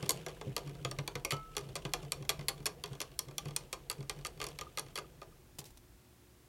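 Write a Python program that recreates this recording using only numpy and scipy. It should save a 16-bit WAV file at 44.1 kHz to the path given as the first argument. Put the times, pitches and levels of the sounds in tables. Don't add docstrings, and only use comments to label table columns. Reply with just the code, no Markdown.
import sys
import numpy as np
from scipy import signal
from scipy.fft import rfft, irfft, next_fast_len
from scipy.io import wavfile
from scipy.ndimage import map_coordinates

SR = 44100
rng = np.random.default_rng(int(sys.argv[2]) if len(sys.argv) > 2 else 0)


def transcribe(u):
    v = np.clip(np.atleast_2d(u).T, -1, 1)
    q = np.round(v * 32767).astype(np.int16)
    wavfile.write(sys.argv[1], SR, q)


N = 285768

# start_s, level_db, brightness_db_per_octave, mid_boost_db, bounce_after_s, bounce_db
KNOCKS = [(0.0274, -54, -0.5, 4, 0.034, -5.5), (0.062, -63, 0.5, -1, 0.02, -13),
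          (0.093, -35, 2.5, -6, 0.013, -5.5), (0.2634, -48, -2.0, 0.5, 0.021, -8),
          (0.4121, -55, -3.5, 4, 0.012, -22), (0.565, -41.5, 0.5, 1.5, 0.014, -12),
          (0.8487, -45.5, -1.5, 7.5, 0.014, -27), (0.9126, -48, 0.5, -0.5, 0.021, -28),
          (0.9871, -50, -1.5, 7.5, 0.012, -31), (1.0771, -45.5, 0.5, 2.5, 0.01, -29),
          (1.154, -49, -1, 6.5, 0.025, -30), (1.2487, -41.5, 1.5, -4.5, 0.011, -24),
          (1.3069, -48.5, 2, 12, 0.0065, -6), (1.3204, -44, -0.1, 4.5, 0.012, -12),
          (1.5669, -42.5, 0.5, 2, 0.0129, -8), (1.7547, -46, -0.1, 0.5, 0.0079, -3),
          (1.851, -51.5, -2, 8.5, 0.01, -19), (1.9358, -39.5, 1, 2.5, 0.0091, -20),
          (2.1199, -43, 3, 3, 0.012, -20), (2.2926, -38, 2, 2.5, 0.0093, -9),
          (2.3928, -57.5, -2.4, 4, 0.018, -4), (2.4835, -40.5, 3, 3.5, 0.0065, -8.5),
          (2.6573, -42.5, 2, 3, 0.0077, -0.5), (2.8382, -49, 0.5, 6.5, 0.021, -12),
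          (3.0034, -47, 1, 2.5, 0.012, -0.5), (3.1909, -43.5, 4.5, -2.5, 0.015, -33),
          (3.3813, -46.5, 3.5, 4, 0.0097, -29), (3.456, -57.5, -1, 2.5, 0.0271, -8),
          (3.5631, -45, 5, 2, 0.012, -34), (3.7283, -45.5, 0.7, 2, 0.0076, -10),
          (3.8989, -45, 3, 2, 0.0151, -9), (4.096, -45.5, 1.2, 5, 0.015, -19),
          (4.2493, -51, 1.3, 8.5, 0.011, -5.5), (4.2679, -51, 2.5, -5, 0.011, -27),
          (4.401, -53.5, -1.5, 7, 0.014, 4), (4.417, -57.5, 1.2, 7, 0.011, -2),
          (4.441, -48.5, 0.9, 0, 0.012, -18), (4.4665, -51, 1, 1.5, 0.02, -8.5),
          (4.5878, -53.5, 1.3, 8, 0.012, -26), (4.6111, -50.5, -0.2, 3.5, 0.012, -24),
          (4.7734, -47, 0.6, 3.5, 0.011, -1.5), (4.795, -47.5, 3, -5, 0.012, -34),
          (4.9562, -50, 0.8, 6, 0.0079, -6), (4.9761, -48.5, -0.5, 4.5, 0.01, -3.5),
          (5.2164, -60, -3, 3.5, 0.012, -6)]
# start_s, level_db, rise_s, tick_after_s, tick_db
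PUSHES = [(0.027, -35.5, 0.0034, .03, -63), (0.468, -36, 0.0044, .02, -85),
          (0.66, -45, 0.054, 0.015, -61.5), (0.801, -43.5, 0.015, 0.026, -70),
          (0.852, -36, 0.0025, 0.011, -67), (0.986, -37, 0.0032, 0.022, -77),
          (1.154, -38, 0.0032, 0.019, -75), (1.323, -35, 0.0026, 0.019, -57.5),
          (1.623, -50, 0.053, 0.021, -72), (1.69, -44.5, 0.009, 0.0047, -71.5),
          (1.852, -36, 0.0016, 0.015, -65), (2.027, -45.5, 0.029, 0.0031, -62.5),
          (2.205, -46, 0.0058, 0.02, -62), (2.388, -40.5, 0.0054, 0.021, -71),
          (2.588, -45.5, 0.04, .015, -68), (2.911, -39.5, 0.0098, .0202, -61),
          (3.271, -44, 0.012, 0.014, -62.5), (3.456, -40, 0.0077, 0.029, -59.5),
          (3.988, -39.5, 0.0098, 0.018, -62.5), (4.169, -50, 0.027, .02, -66),
          (4.361, -49.5, 0.014, 0.014, -68.5), (4.846, -53, 0.0049, 0.018, -67),
          (5.588, -49, 0.0016, 0.0018, -64.5)]
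# time_s, slosh_db, bristle_db
STIRRING = [(0.0, -46.5, -52), (0.26, -56, -59.5), (0.67, -56, -62.5), (1.19, -59, -66), (1.35, -64, -69),
            (1.53, -60, -59.5), (1.85, -57.5, -66.5), (2.51, -57.5, -64), (2.68, -61.5, -74),
            (2.88, -56, -65.5), (3.02, -66.5, -65), (3.28, -63, -74), (3.45, -57.5, -64), (3.92, -62, -71),
            (4.5, -62, -64), (5.06, -62, -70.5), (5.5, -69.5, -89)]


def amp(db):
    return 10 ** (np.asarray(db) / 20)


def unit(x):
    return x / np.sqrt(np.mean(x ** 2) + 1e-20)


def fade(t, fade_s):
    return 1000. ** (-t / fade_s)


def along(points, hz):
    pitches, values = np.transpose(points)
    return np.interp(np.log(hz + 1), np.log(pitches + 1), values)


def curves(rows):
    times, *columns = np.transpose(rows)
    return [np.interp(np.arange(N) / SR, times, column) for column in columns]


def wobble(rate):
    return map_coordinates(rng.standard_normal(int(N * rate / SR) + 4), [np.arange(N) * rate / SR])


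def after(events, lag_s, width_s):
    times, db = np.transpose(events)[:2, :, None]
    t = np.linspace(0, N / SR, N // 100)
    bumps = np.sum(amp(db) * np.exp(-((t - times - lag_s) / width_s) ** 2), axis=0)
    return np.interp(np.arange(N) / SR, t, np.sqrt(bumps / bumps.max()))


def add(track, start_s, sound):
    i = max(0, round(start_s * SR))
    track[i:i + len(sound)] += sound[:len(track) - i]


def band(x, low_hz, high_hz):
    return signal.sosfilt(signal.butter(4, [low_hz, high_hz], btype="band", fs=SR, output="sos"), x)


def colour(x, points):
    size = 2 * next_fast_len(len(x))
    cepstrum = irfft(np.log(amp(along(points, np.fft.rfftfreq(size, 1 / SR)))))
    cepstrum[1:size // 2] *= 2
    cepstrum[size // 2 + 1:] = 0
    return irfft(rfft(x, size) * np.exp(rfft(cepstrum)))[:len(x)]


def noise(tone):
    return unit(colour(rng.standard_normal(N), tone))


def room(x, echo_db, fade_s, build_s=0.0034):
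    t = np.arange(SR // 5) / SR
    shape = fade(t, fade_s) * (1 - np.exp(-(t / build_s) ** 2))
    tail = rng.standard_normal(x.shape[:-1] + t.shape) * shape / np.linalg.norm(shape)
    return x + amp(echo_db) * signal.fftconvolve(x, tail, axes=-1)[..., :x.shape[-1]]


def background():
    # pitch_hz, level_db
    hum_tones = [(59.2, -68), (118.4, -65), (183.0, -85), (242.2, -76), (360.7, -69.5)]
    # time_s, level_db
    shaking = [(0.0, -74), (0.27, -61), (2.22, -59), (3.14, -63.5), (4.66, -60), (5.05, -68.5), (5.96, -66),
               (6.03, -91), (6.48, -83)]
    # pitch_hz, gain_db
    air_tone = [(18, -59), (26, -33), (35, -14), (60, 1), (110, -4.5), (200, -7.5), (330, -8.5),
                (450, -15.5), (1000, -18.5), (3000, -24), (15000, -27.5)]
    t = np.arange(N) / SR
    hum = 0
    for hz, db in hum_tones:
        level = amp(db - 5.5 + 1.2 * wobble(1.73)) * np.sqrt(2)
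        hum += level * np.sin(2 * np.pi * (hz * t + rng.random()))
    rumble = noise([(15, -73), (28, -46), (33, -7), (36, -11), (42, -12.5), (70, -18), (200, -58),
                    (1000, -120)])
    return amp(-63.0) * noise(air_tone) + hum + amp(curves(shaking)[0] + 1.5) * rumble


def bubbles(count, hz, spread, cycles, glide, size_db):
    when, strength, pick = rng.random((count, 3)).T[:, :, None]
    pitch = hz * np.exp(spread * (2 * pick - 1))
    samples = np.arange(int(2 * cycles / hz * SR))
    turns = pitch * samples / SR
    size = amp(size_db * strength) / np.sqrt(pitch)
    tones = np.sin(2 * np.pi * turns * (1 + glide * turns / cycles))
    rings = size * tones * fade(turns, cycles) * (1 - np.exp(-turns))
    places = (when * N).astype(int) + samples
    return unit(np.bincount(places.ravel(), rings.ravel(), N)[:N])


def water(surge_db=6, lull_db=8, push_db=4, grit_db=5.5):
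    # pitch_hz, gain_db
    slosh_tone = [(60, -38.5), (100, 6.5), (140, 17.5), (220, -6), (300, 3), (450, 2), (800, -9),
                  (1300, -21), (2500, -17), (6000, -69)]
    # pitch_hz, gain_db
    bristle_tone = [(400, -17), (1200, 3), (1600, -10), (3000, 7.5), (4500, -5.5), (7000, -5.5),
                    (11000, -10), (16000, -29)]
    slosh_db, bristle_db = curves(STIRRING)
    wash = amp(3.5 + 0.81 * wobble(22.16)) * noise(slosh_tone)
    gurgle = amp(-6) * bubbles(count=700, hz=558, spread=0.685, cycles=59, glide=0.034, size_db=29)
    slosh = amp(slosh_db - 3.5) * (wash + gurgle)
    grit = rng.standard_normal(N) * amp(grit_db * wobble(260) + 0.62 * wobble(4.97))
    fizz = bubbles(count=1000, hz=2990, spread=0.79, cycles=11, glide=0.022, size_db=20)
    scrub = amp(bristle_db - 5.5) * (unit(colour(grit, bristle_tone)) + amp(-6) * fizz)
    stroke_db = -lull_db * after(KNOCKS, lag_s=-0.01, width_s=0.011)
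    stroke_db += surge_db * after(KNOCKS, lag_s=0.072, width_s=0.042)
    stroke_db += push_db * after(PUSHES, lag_s=0.0083, width_s=0.01)
    settle = np.interp(np.arange(N) / SR, [5.3, 5.8], [1, 0])
    return settle * amp(stroke_db) * room(slosh + scrub, echo_db=-8.0, fade_s=0.092)


def thumps(soft_hz=350, sharp_rise_s=0.004):
    # pitch_hz, fade_s, level_db
    cup_tones = [(107.3, 0.23, -12), (138, 0.23, 2), (159.5, 0.14, -12), (207.6, 0.23, -15),
                 (296.1, 0.35, -16), (400, 0.19, -7), (497, 0.056, -1.5), (842, 0.13, -30)]
    out, t = np.zeros(N), np.arange(SR // 2) / SR
    hz, fade_s, db = np.transpose(cup_tones)[:, :, None]
    for start_s, level_db, rise_s, _, _ in PUSHES:
        strength, shift, phase = rng.standard_normal((3, len(cup_tones), 1))
        softness = 1 + (hz / soft_hz) ** 2 * (1 - np.exp(-rise_s / sharp_rise_s)) / 2
        waves = np.sin(2 * np.pi * (hz * (1 + 0.02 * shift) * t + phase))
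        tones = amp(db + 2 * strength) / softness * fade(t, fade_s) * waves
        thump = room(tones.sum(axis=0) * (1 - np.exp(-t / rise_s)), echo_db=-17.0, fade_s=0.99)
        add(out, start_s, amp(level_db) * thump / abs(thump).max())
    return amp(3.5) * out


def contacts(tick_gap_s=0.023, stray_count=18, stray_until_s=5):
    rows = []
    for start_s, db, brightness, mid_db, flight_s, bounce_db in KNOCKS:
        rows += [(start_s, db, brightness, mid_db),
                 (start_s + flight_s, db + bounce_db, brightness + 0.7, mid_db),
                 (start_s + 1.85 * flight_s, db + bounce_db - 11, brightness + 0.7, mid_db)]
    dull = (-1.5, 2.5)
    for (start_s, _, _, delay_s, db), late in zip(PUSHES, rng.uniform(-1.1, 1, len(PUSHES))):
        tick_s = start_s + delay_s
        rows += [(tick_s, db, *dull), (tick_s + tick_gap_s * (1 + .15 * late), db - 2.5, *dull)]
    times, _, bristle_db = np.transpose(STIRRING)
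    for when, weak in rng.random((stray_count, 2)):
        tick_s = stray_until_s * when
        rows.append((tick_s, np.interp(tick_s, times, bristle_db) - 5 * weak, *dull))
    return np.array(rows)


def taps(scatter_db=5.0, detune=0.016, mid_hz=2320, mid_octaves=1.09):
    # pitch_hz, width_hz (wider dies sooner), level_db
    wall_tones = [(418, 23, -3), (503, 71, -4.5), (580, 110, -15), (828, 33, -14), (984.4, 23, -6),
                  (1073, 66, -3), (1193, 73, -1.5), (1644, 71, -8), (2094, 123, 6.5), (2430, 84, 9.5),
                  (2720, 190, 2), (3324, 63, 8.5), (4330, 220, 1), (4492, 128, 8.5), (5610, 64, 3),
                  (5300, 260, -4), (6030, 42, -2.5), (6966, 70, -3), (7030, 130, -26), (8400, 140, -7),
                  (8930, 160, -14), (9210, 130, -11.5), (10060, 107, -5.5), (11500, 360, -8),
                  (12140, 58, -9.5)]
    edges = [300, 800, 1700, 3800, 7500, 15500]
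    # swell_s, crack_fade_s, crack_db, echo_db, trim_db
    wall_bands = [(0.0031, 0.077, -3.5, -2.5, 1), (0.0038, 0.052, -8.5, -5.5, -1),
                  (0.00095, 0.037, 1.5, -12.5, -0.5), (0.000067, 0.027, -5.5, -12.5, 1.5),
                  (0.000066, 0.0064, -3.5, -18.5, -1)]
    # pitch_hz, fade_s
    echo_fades = [(150, 0.34), (800, 0.17), (2500, 0.19), (7000, 0.16), (14000, 0.21)]
    # pitch_hz, gain_db
    cup_to_air = [(300, -1), (400, -1), (700, 0), (1000, -1), (1250, 0), (1450, -1), (1750, -3), (2000, -1),
                  (9000, 1), (11000, 0.5), (13000, -5), (16000, -8)]
    out, t = np.zeros(N), np.arange(SR // 7) / SR
    times, strength_db, brightness, mid_db = contacts().T
    hz, width, db = np.transpose(wall_tones)[:, :, None]
    decay = width * np.exp(-np.pi * width * t)
    rings = []
    for strength, shift, phase in rng.standard_normal((len(times), 3, len(wall_tones), 1)):
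        waves = np.sin(2 * np.pi * (hz * (1 + detune * shift) * t + phase))
        rings.append(unit(np.sum(amp(db + scatter_db * strength) * decay * waves, axis=0)))
    blows = 0
    for low, high, (swell_s, fade_s, crack_db, echo_db, trim_db) in zip(edges, edges[1:], wall_bands):
        centre_hz = np.sqrt(low * high)
        octaves = np.log2(centre_hz / mid_hz)
        level_db = strength_db + brightness * octaves + mid_db * np.exp(-(octaves / mid_octaves) ** 2)
        ring = unit(band(np.array(rings), low, high))
        crack = unit(band(rng.standard_normal(ring.shape) * fade(t, fade_s), low, high))
        blow = (ring + amp(crack_db) * crack) * (1 - np.exp(-(t / swell_s) ** 2))
        blow = room(blow, echo_db, along(echo_fades, centre_hz))
        opening_level = np.sqrt(np.mean(blow[:, t < .012] ** 2, axis=1))
        blows += blow * (amp(level_db + trim_db) / opening_level)[:, None]
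    for start_s, blow in zip(times, blows):
        add(out, start_s, blow)
    return colour(out, cup_to_air)


def clinks():
    # start_s, level_db
    hits = [(1.249, -28.5), (2.2925, -30), (4.416, -31)]
    # pitch_hz, level_db, fade_s
    handle_tones = [(2150, -1, 0.036), (2310, -4, 0.052), (2470, 7, 0.014)]
    out, t = np.zeros(N), np.arange(SR // 4) / SR
    for start_s, level_db in hits:
        ring = sum(amp(db) * fade(t, fade_s) * np.sin(2 * np.pi * (hz * t + rng.random()))
                   for hz, db, fade_s in handle_tones)
        add(out, start_s, amp(level_db) * ring / abs(ring).max())
    return room(out, echo_db=-7, fade_s=0.23)


def chime(start_s=1.322, level_db=-40):
    # pitch_hz, level_db, fade_s
    object_tones = [(928, -7.5, 0.21), (1305, 0, 0.68), (2160, -13, .36), (2400, -18, .15),
                    (3000, -3, 0.15)]
    out, t = np.zeros(N), np.arange(SR) / SR
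    for hz, db, fade_s in object_tones:
        add(out, start_s, amp(level_db + db) * fade(t, fade_s) * np.sin(2 * np.pi * hz * t))
    return out


def plops(pitch_hz=1225, fade_s=0.045, rise_s=0.0032):
    # start_s, level_db
    notes = [(3.906, -40), (4.252, -38.5), (4.616, -40.5), (4.666, -47), (4.778, -37), (4.983, -38),
             (5.042, -54.5), (5.218, -45.5), (5.321, -61)]
    out, t = np.zeros(N), np.arange(SR // 6) / SR
    shape = fade(t, fade_s) * (1 - np.exp(-(t / rise_s) ** 2))
    for (start_s, level_db), phase in zip(notes, rng.random(len(notes))):
        tone = np.sin(2 * np.pi * (pitch_hz * t + phase))
        add(out, start_s, amp(level_db) * shape / shape.max() * tone)
    return room(out, echo_db=-15, fade_s=0.14)


def scuffs():
    # start_s, level_db, fade_s
    touches = [(5.554, -62, .02), (5.586, -40.5, 0.032), (5.5899, -40.5, 0.04), (5.603, -46.5, 0.02),
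               (5.642, -47.5, 0.022), (5.654, -51.5, 0.15), (5.705, -58, 0.033), (5.773, -49.5, 0.033)]
    # pitch_hz, gain_db
    hiss_tone = [(300, 6.5), (1500, -10), (3500, -3), (5200, -1.5), (7000, -2.5), (10000, -4.5),
                 (14500, -9), (16000, -11)]
    loudness, t = np.zeros(N), np.arange(SR // 8) / SR
    for start_s, db, fade_s in touches:
        add(loudness, start_s, amp(db) * fade(t, fade_s))
    return room(loudness * noise(hiss_tone), echo_db=-13, fade_s=0.11)


def scene():
    return (taps() + clinks() + thumps() + water() + plops() + chime() + scuffs() + background())[None]


def record(dry):
    top_hz = 16200
    size = next_fast_len(N + SR // 2)
    return irfft(rfft(dry, size) * (np.fft.rfftfreq(size, 1 / SR) < top_hz), size)[:, :N]


dry = scene()
out = record(dry)
transcribe(out)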